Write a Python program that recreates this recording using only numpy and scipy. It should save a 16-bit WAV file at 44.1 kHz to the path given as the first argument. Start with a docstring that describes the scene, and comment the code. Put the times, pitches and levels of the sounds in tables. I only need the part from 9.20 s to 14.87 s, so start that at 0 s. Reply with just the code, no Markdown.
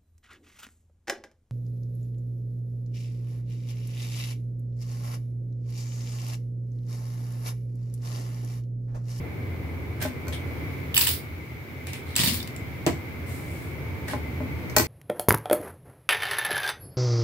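"""Swapping screwdrivers

Someone works on a plastic-cased appliance on a hard floor in a small, quietly droning room.
A screwdriver scrapes out of the case and drops on a heap of hand tools: steel clinks, small parts rattle.
Another is pulled from the heap, thuds on the floor, hisses through the hand and knocks into the case.
Each hit is a short crack plus ringing modes; rattles and scrapes are swarms of tiny contacts."""
import sys
import numpy as np
from scipy import signal
from scipy.fft import rfft, irfft
from scipy.io import wavfile

SR = 44100
rng = np.random.default_rng(int(sys.argv[2]) if len(sys.argv) > 2 else 0)


def generate_wav(sig):
    """Save sig (samples, or channels by samples) to the path in sys.argv[1] as 16-bit PCM at SR."""
    pcm = np.round(np.clip(np.atleast_2d(sig).T, -1, 1) * 32767).astype(np.int16)
    wavfile.write(sys.argv[1], SR, pcm)


N = 250047
T = np.arange(N) / SR
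HZ = np.fft.rfftfreq(4096, 1 / SR)  # frequency grid of the EQ curves

# steel hitting steel or the floor: t/s, level/dB, favoured f/Hz, boost there/dB
CLINKS = [(1.7426, -24.5, 3230, 25), (1.7475, -30, 14000, 11), (1.7665, -16.5, 2960, 13),
          (1.7692, -23, 4700, 17), (1.7768, -14.5, 8100, 8), (1.7792, -16, 7800, 3),
          (1.8094, -26, 14400, 14), (1.811, -20.5, 4580, 11), (1.8257, -25, 2550, 14),
          (1.8699, -23, 2980, 9), (1.872, -22.5, 7900, 13), (1.881, -24.5, 3100, 10),
          (2.6697, -38.5, 4430, 1), (2.7326, -34.5, 7050, 3), (2.9548, -32, 3500, 12),
          (2.963, -17.5, 8100, 4.5), (2.9919, -23.5, 2600, 8), (2.999, -23.5, 3950, 16),
          (3.035, -21, 3500, -1), (3.047, -30, 14200, 16), (3.061, -23.5, 4230, 15),
          (3.076, -27.5, 4500, 22), (3.089, -26, 2800, 15), (3.203, -33, 3750, 20), (3.228, -36, 5100, 11),
          (3.275, -37.5, 13000, -1), (3.363, -39.5, 7500, 7), (3.6646, -23.5, 6360, 9),
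          (3.689, -35, 2100, 22)]
# ring of the steel tools: f/Hz, level/dB, t60/s
STEEL_MODES = [(945, -11, 0.083), (1885, 4, 0.0092), (2590, 0, 0.017), (2940, 4.5, 0.0074),
               (3660, -5.5, 0.034), (4563, -8.5, 0.018), (5410, -11, 0.026), (7750, 5.5, 0.014),
               (9550, -13, 0.06), (11170, -6, 0.023), (14040, 1, 0.024)]
# jolts that set the heap chattering: t/s, level/dB, extra sizzle of its thinnest parts/dB
JOLTS = [(1.744, -33, 15.5), (1.775, -29, 11.5), (1.809, -27.5, 8), (1.862, -26.5, 9.5), (1.918, -44, 13),
         (2.964, -26, -1), (2.989, -25, -3), (3.034, -26, 6.5), (3.07, -25.5, -4), (3.118, -32, 7)]
# tone of the rattling heap: f/Hz, gain/dB
HEAP_EQ = [(300, -13.5), (1300, -5), (2500, 0), (3500, 0), (4700, 1), (6000, -3.5), (6700, -7), (7700, -1),
           (8500, -6), (9400, 2.5), (10300, -9.5), (12700, -7.5), (14000, -5), (15600, -1.5)]
# narrow peaks and a dip in the heap's rattle: f/Hz, gain/dB
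HEAP_NARROW_EQ = [(2950, 0), (4500, 3), (7780, -4), (9450, 3), (14170, 3)]
# the screwdriver knocking on the case: t/s, level/dB, tilt/(dB per octave), favoured f/Hz
KNOCKS = [(.8166, -37, 1, 620), (.8256, -27.5, 5, 1560), (.850, -24.5, -4, 650), (1.0695, -37, -4, 1100),
          (1.082, -35.5, 2, 1240), (4.882, -33, 0.5, 1740), (4.9335, -23, -5.5, 800),
          (5.2035, -25, -9, 600), (5.4982, -39.5, 1.5, 4970), (5.5643, -12, 1.5, 1380),
          (5.567, -15, 1.5, 890), (5.583, -15, 4, 4260), (5.597, -20, 1.5, 1880)]
# ring of the plastic case: f/Hz, level/dB, t60/s
CASE_MODES = [(256.3, 1, 0.31), (310, -5.5, 0.22), (429.5, 0, 0.15), (600, 8.5, 0.084), (841.6, 4, 0.14),
              (1047, 4.5, 0.1), (1303, 8, 0.036), (1513, 11, 0.038), (1918, 6, 0.044), (2370, 12, 0.01),
              (4340, -1, 0.043), (5370, -7, 0.04), (6050, -2, 0.027), (7520, -9, 0.025),
              (13900, -14, 0.022)]
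# dull blows that reach the floor: t/s, level/dB, tilt/(dB per octave), favoured f/Hz
THUDS = [(2.992, -20, -9, 160), (3.034, -22, -9.5, 169), (3.073, -22.5, -8, 190), (3.122, -26, -9.5, 130),
         (3.6645, -11, -0.5, 397), (3.671, -14.5, -0.5, 290), (5.567, -19, -1.5, 250),
         (5.597, -18, 2.5, 335)]
# low ring of those blows: f/Hz, level/dB, t60/s
FLOOR_MODES = [(140, -8, 0.09), (250, -0.5, 0.1), (320, 0.5, 0.041), (362, -0.5, 0.053), (646, -3, 0.044),
               (935, -5.5, 0.023)]
# strokes of the dragging blade: t/s, length/s, level/dB, resonance of the rubbed part f/Hz
SCRAPES = [(0.799, 0.069, -35, 1570), (1.122, 0.039, -39, 3350), (2.664, 0.047, -40.5, 2400),
           (2.721, 0.066, -41.5, 2520), (2.855, 0.11, -50.5, 4020), (4.872, 0.08, -38.5, 1700)]
# tone of the scraping blade: f/Hz, gain/dB
BLADE_EQ = [(300, -5), (600, 10.5), (1200, -5.5), (1660, 4), (2300, 3), (4200, -1.5), (6500, -8),
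            (9500, -2), (15500, -15)]
# strokes of the hand over a handle: t/s, length/s, level/dB
SLIDES = [(4.054, 0.2, -50), (4.214, 0.34, -55)]
# tone of sliding skin: f/Hz, gain/dB
SKIN_EQ = [(1500, -17), (4000, -0.5), (6200, -5), (8000, 2), (13000, -1), (16000, -3.5)]
# tone of the room's drone: f/Hz, gain/dB
DRONE_EQ = [(25, -39), (45, -27.5), (62, -14.5), (80, 4), (103, -3.5), (128, -1.5), (200, -15), (260, -10),
            (450, -16), (650, -23), (1800, -29), (3500, -37.5), (8500, -50.5), (14000, -40.5)]
# narrow peaks that put a whirr in the drone: f/Hz, width/Hz, gain/dB
WHIRR_PEAKS = [(2058, 23, -15.5), (2225, 216, -19)]
# slow drift of the drone: t/s, rumble level/dB, hiss level/dB
DRONE_DRIFT = [(0, -32.5, -35.5), (.75, -33, -35.5), (1.45, -31, -31.5), (2.3, -38, -35.5), (3.0, -35, -33),
               (4.4, -33, -33), (5.67, -31, -31.5)]
# stereo image of diffuse sound: f/Hz, left-right correlation
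STEREO_CORRELATION = [(60, 1), (130, 0.82), (290, 0.75), (640, 0.35), (1400, 0), (15000, 0)]
# decay of the room's reverb: f/Hz, t60/s
ROOM_DECAY = [(150, 0.51), (500, 0.2), (1400, 0.18), (3700, 0.25), (9700, 0.23), (16000, 0.21)]


def tool_clinks():
    """Tools hit each other or the floor; light touches give a dry tick, and thin steel has no bass."""
    out = np.zeros((2, N))
    low_cut = -10 * np.log10(1 + (1200 / (HZ + 150)) ** 4)
    for start, db, hz, boost_db in CLINKS:
        tick_db = 1.2 * max(-26 - db, 0)  # the lighter the touch, the more crack and the less ring
        hit = strike(STEEL_MODES, crack_db=-3 + tick_db, decay_s=0.0026, cutoff_hz=12000,
                     broadband=0.12 * amp(tick_db))
        add(out, start, at_level(colour(hit, contact_boost(hz, boost_db) + low_cut), db))
    return out


def heap_rattle():
    """Small steel parts chatter after each jolt; the thinnest add a sizzle on top."""
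    narrow_eq = sum(db / (1 + (2 * (HZ - hz) / 220) ** 2) for hz, db in HEAP_NARROW_EQ)  # 220 Hz wide
    contacts = grains(per_s=800, spread_db=2.4, smear_s=0.0016)
    chatter = unit(colour(contacts, read(HEAP_EQ, HZ) + narrow_eq))
    body = lowpass(chatter, 10500, steepness=12)
    sizzle = chatter - body
    start, db, sizzle_db = np.transpose(JOLTS)[:, :, None]
    attack_s, hold_s, release_db_per_s = 0.0012, 0.025, 327
    age = T - start
    release = amp(-release_db_per_s * np.maximum(age - hold_s, 0))
    shakes = amp(db) * np.clip(age / attack_s, 0, 1) * release
    body_gain = np.linalg.norm(shakes, axis=0)  # overlapping jolts add in power
    sizzle_gain = np.linalg.norm(amp(sizzle_db) * shakes, axis=0)
    return body_gain * body + sizzle_gain * sizzle


def case_knocks():
    """The screwdriver hits the plastic case: a bright snap over a hollow ring."""
    return bumps(KNOCKS, CASE_MODES, boost_db=5,
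                 crack_db=-4, decay_s=0.0033, cutoff_hz=18000, broadband=0.08)


def floor_thuds():
    """Dull blows reach the floor, from tools or through the knocked case: a punch and a short, low ring."""
    return bumps(THUDS, FLOOR_MODES, boost_db=6, crack_db=-3, decay_s=0.02, cutoff_hz=620, broadband=0.3)


def blade_scrapes():
    """The blade catches and slips in tiny steps, sounding the part it rubs."""
    out = np.zeros((2, N))
    slips = grains(per_s=1800, spread_db=3.0, smear_s=0.0032)
    boost_db, relative_width = 10.5, 0.26
    for start, length, db, hz in SCRAPES:
        resonance = boost_db / (1 + (2 * (HZ / hz - 1) / relative_width) ** 2)
        out += swell(start, length, db) * unit(colour(slips, read(BLADE_EQ, HZ) + resonance))
    return out


def hand_slides():
    """Skin slides over a handle with a fine hiss that follows the speed of the hand."""
    hiss = unit(colour(diffuse(N), read(SKIN_EQ, HZ)))
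    return hiss * sum(swell(*row) for row in SLIDES)


def room_drone():
    """A bed of low rumble, narrow whirr and faint hiss; a thin whine swells and fades once."""
    hz = np.fft.rfftfreq(N, 1 / SR)
    whirr = sum(amp(db) / (1 + (2 * (hz - f) / width) ** 2) for f, width, db in WHIRR_PEAKS)
    bed = unit(irfft(rfft(diffuse(N)) * (amp(read(DRONE_EQ, hz)) + whirr), N))
    lows = lowpass(bed, 1200, steepness=4)
    times, rumble_db, hiss_db = np.transpose(DRONE_DRIFT)
    rumble = amp(np.interp(T, times, rumble_db)) * lows
    hiss = amp(np.interp(T, times, hiss_db)) * (bed - lows)
    whine = swell(start=4.5, length=1, db=-54) * np.sqrt(2) * np.sin(2 * np.pi * 894.5 * T)
    return rumble + hiss + whine


def room_reverb(x):
    """Dense reflections off the near floor and walls, each band dying at its own speed."""
    hz, t, bands = signal.stft(diffuse(SR // 2), SR, nperseg=256)
    decay = amp(-60 * t / read(ROOM_DECAY, hz)[:, None])
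    tail = signal.istft(bands * decay, SR, nperseg=256)[1]
    tail *= 1 - np.exp(-(np.arange(tail.shape[1]) / SR / 0.0014) ** 2)  # soft onset
    return signal.fftconvolve(x, tail / np.linalg.norm(tail[0]), axes=1)[:, :N]


def bumps(hits, modes, boost_db, **crack):
    """Hits on one body, each with its own brightness and favoured pitch."""
    out = np.zeros((2, N))
    octaves = np.log2(np.maximum(HZ, 100) / 1000)
    low_cut = -10 * np.log10(1 + (105 / (HZ + 10)) ** 6)
    for start, db, tilt, hz in hits:
        eq = tilt * octaves + contact_boost(hz, boost_db) + low_cut
        add(out, start, at_level(colour(strike(modes, **crack), eq), db))
    return out


def strike(modes, crack_db, decay_s, cutoff_hz, broadband):
    """One hit: dying modes that shift with grip and contact, plus a noise crack fading over decay_s."""
    t = np.arange(SR // 4) / SR
    hz, db, t60 = np.transpose(modes)[:, :, None]
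    phase = rng.uniform(-1.01, 1, (2, len(modes), 1)) * np.minimum(hz / 1100, np.pi)  # wider up high
    hz = hz + np.minimum(hz * 0.012, 70) * rng.uniform(-1, 1, hz.shape)
    db = db + 3 * rng.standard_normal(db.shape)
    sign = (-1) ** np.arange(len(modes))[:, None]  # neighbouring modes swing opposite ways
    ring = (sign * amp(db - 60 * t / t60) * np.sin(2 * np.pi * hz * t + phase)).sum(1)
    # the crack radiates best near the modes; broadband fills the gaps between them
    radiation = broadband + (1 / (1 + ((HZ - hz) / (0.03 * hz)) ** 2)).sum(0)
    burst = diffuse(len(t)) * np.exp(-t / decay_s)
    crack = colour(burst, 10 * np.log10(radiation / (1 + (HZ / cutoff_hz) ** 2)))
    attack = 1 - np.exp(-t / 0.000063)
    return (unit(ring) + amp(crack_db) * unit(crack)) * attack


def contact_boost(hz, db):
    """Bell EQ in dB: the point of contact favours the modes near hz."""
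    width_octaves = 0.28
    return db * np.exp(-(np.log2((HZ + 1) / hz) / width_octaves) ** 2)


def grains(per_s, spread_db, smear_s):
    """Tiny random contacts of uneven size, smeared by the part they shake, differently left and right."""
    sizes = amp(spread_db * np.minimum(rng.exponential(1, N), 3))
    contacts = sizes * (rng.random(N) < per_s / SR)
    t = np.arange(SR // 50) / SR
    smear = rng.standard_normal((2, len(t))) * np.exp(-t / smear_s)
    flat_smear = irfft(np.exp(1j * np.angle(rfft(smear, 4096))))[:, :len(t)]  # phase only, no colour
    clicks = contacts * rng.standard_normal((2, N))
    return unit(signal.fftconvolve(clicks, flat_smear, axes=1)[:, :N])


def swell(start, length, db):
    """Envelope of one stroke: a quick rise from rest to a peak at 27 % of its length, then a slow fall."""
    phase = np.interp(T, start + length * np.array([0, 0.27, 1]), [0, 0.5, 1])
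    speed = abs(np.sin(np.pi * phase))
    return amp(db) * speed ** 0.78


def diffuse(size):
    """Stereo white noise, centred in the bass and wide in the treble."""
    mid, side = rfft(rng.standard_normal((2, 1, size)))
    same = read(STEREO_CORRELATION, np.fft.rfftfreq(size, 1 / SR))
    return unit(irfft(mid * np.sqrt(1 + same) + side * np.sqrt(1 - same) * [[1], [-1]], size))


def colour(x, db):
    """Minimum-phase EQ with the curve db on the grid HZ; nothing rings ahead of an attack."""
    log_gain = np.log(amp(np.r_[db, db[-2:0:-1]]))
    taps = np.fft.ifft(np.exp(np.conj(signal.hilbert(log_gain)))).real
    return signal.fftconvolve(x, taps[None], axes=1)[:, :x.shape[1]]


def lowpass(x, hz, steepness):
    """Zero-phase roll-off of a full-length layer above hz."""
    return irfft(rfft(x) / (1 + (np.fft.rfftfreq(N, 1 / SR) / hz) ** steepness), N)


def read(points, hz):
    """Reads a curve on a log-frequency axis."""
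    f, value = np.transpose(points)
    return np.interp(np.log(hz + 1), np.log(f + 1), value)


def at_level(hit, db):
    """Gives a hit the energy of 5 ms at the level db."""
    return amp(db) * unit(hit) * np.sqrt(0.005 * SR / hit.shape[1])


def add(mix, start, sound):
    """Mixes in a stereo sound at start seconds."""
    part = mix[:, round(start * SR):][:, :sound.shape[1]]
    part += sound[:, :part.shape[1]]


def amp(db):
    """Decibels to gain."""
    return 10 ** (np.asarray(db) / 20)


def unit(x):
    """Scales to rms 1."""
    return x / np.sqrt(np.mean(x ** 2) + 1e-20)


def scene():
    """The mix: tools a touch to the right, case a touch to the left, all in one room over the drone."""
    right, left = amp([[-0.5], [0.5]]), amp([[0.4], [-0.4]])
    layers = [  # sound, reverb send/dB
        (right * tool_clinks(), -5),
        (right * heap_rattle() + blade_scrapes() + hand_slides(), 0.5),
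        (left * case_knocks(), -2),
        (floor_thuds(), -6),
    ]
    return sum(sound + room_reverb(amp(send_db) * sound) for sound, send_db in layers) + room_drone()


def record(dry):
    """A steep high cut at 15780 Hz on the whole mix."""
    high_cut = signal.firwin(511, 15780, window=("kaiser", 9), fs=SR)
    return signal.oaconvolve(dry, high_cut[None], "same")


dry = scene()
out = record(dry)
generate_wav(out)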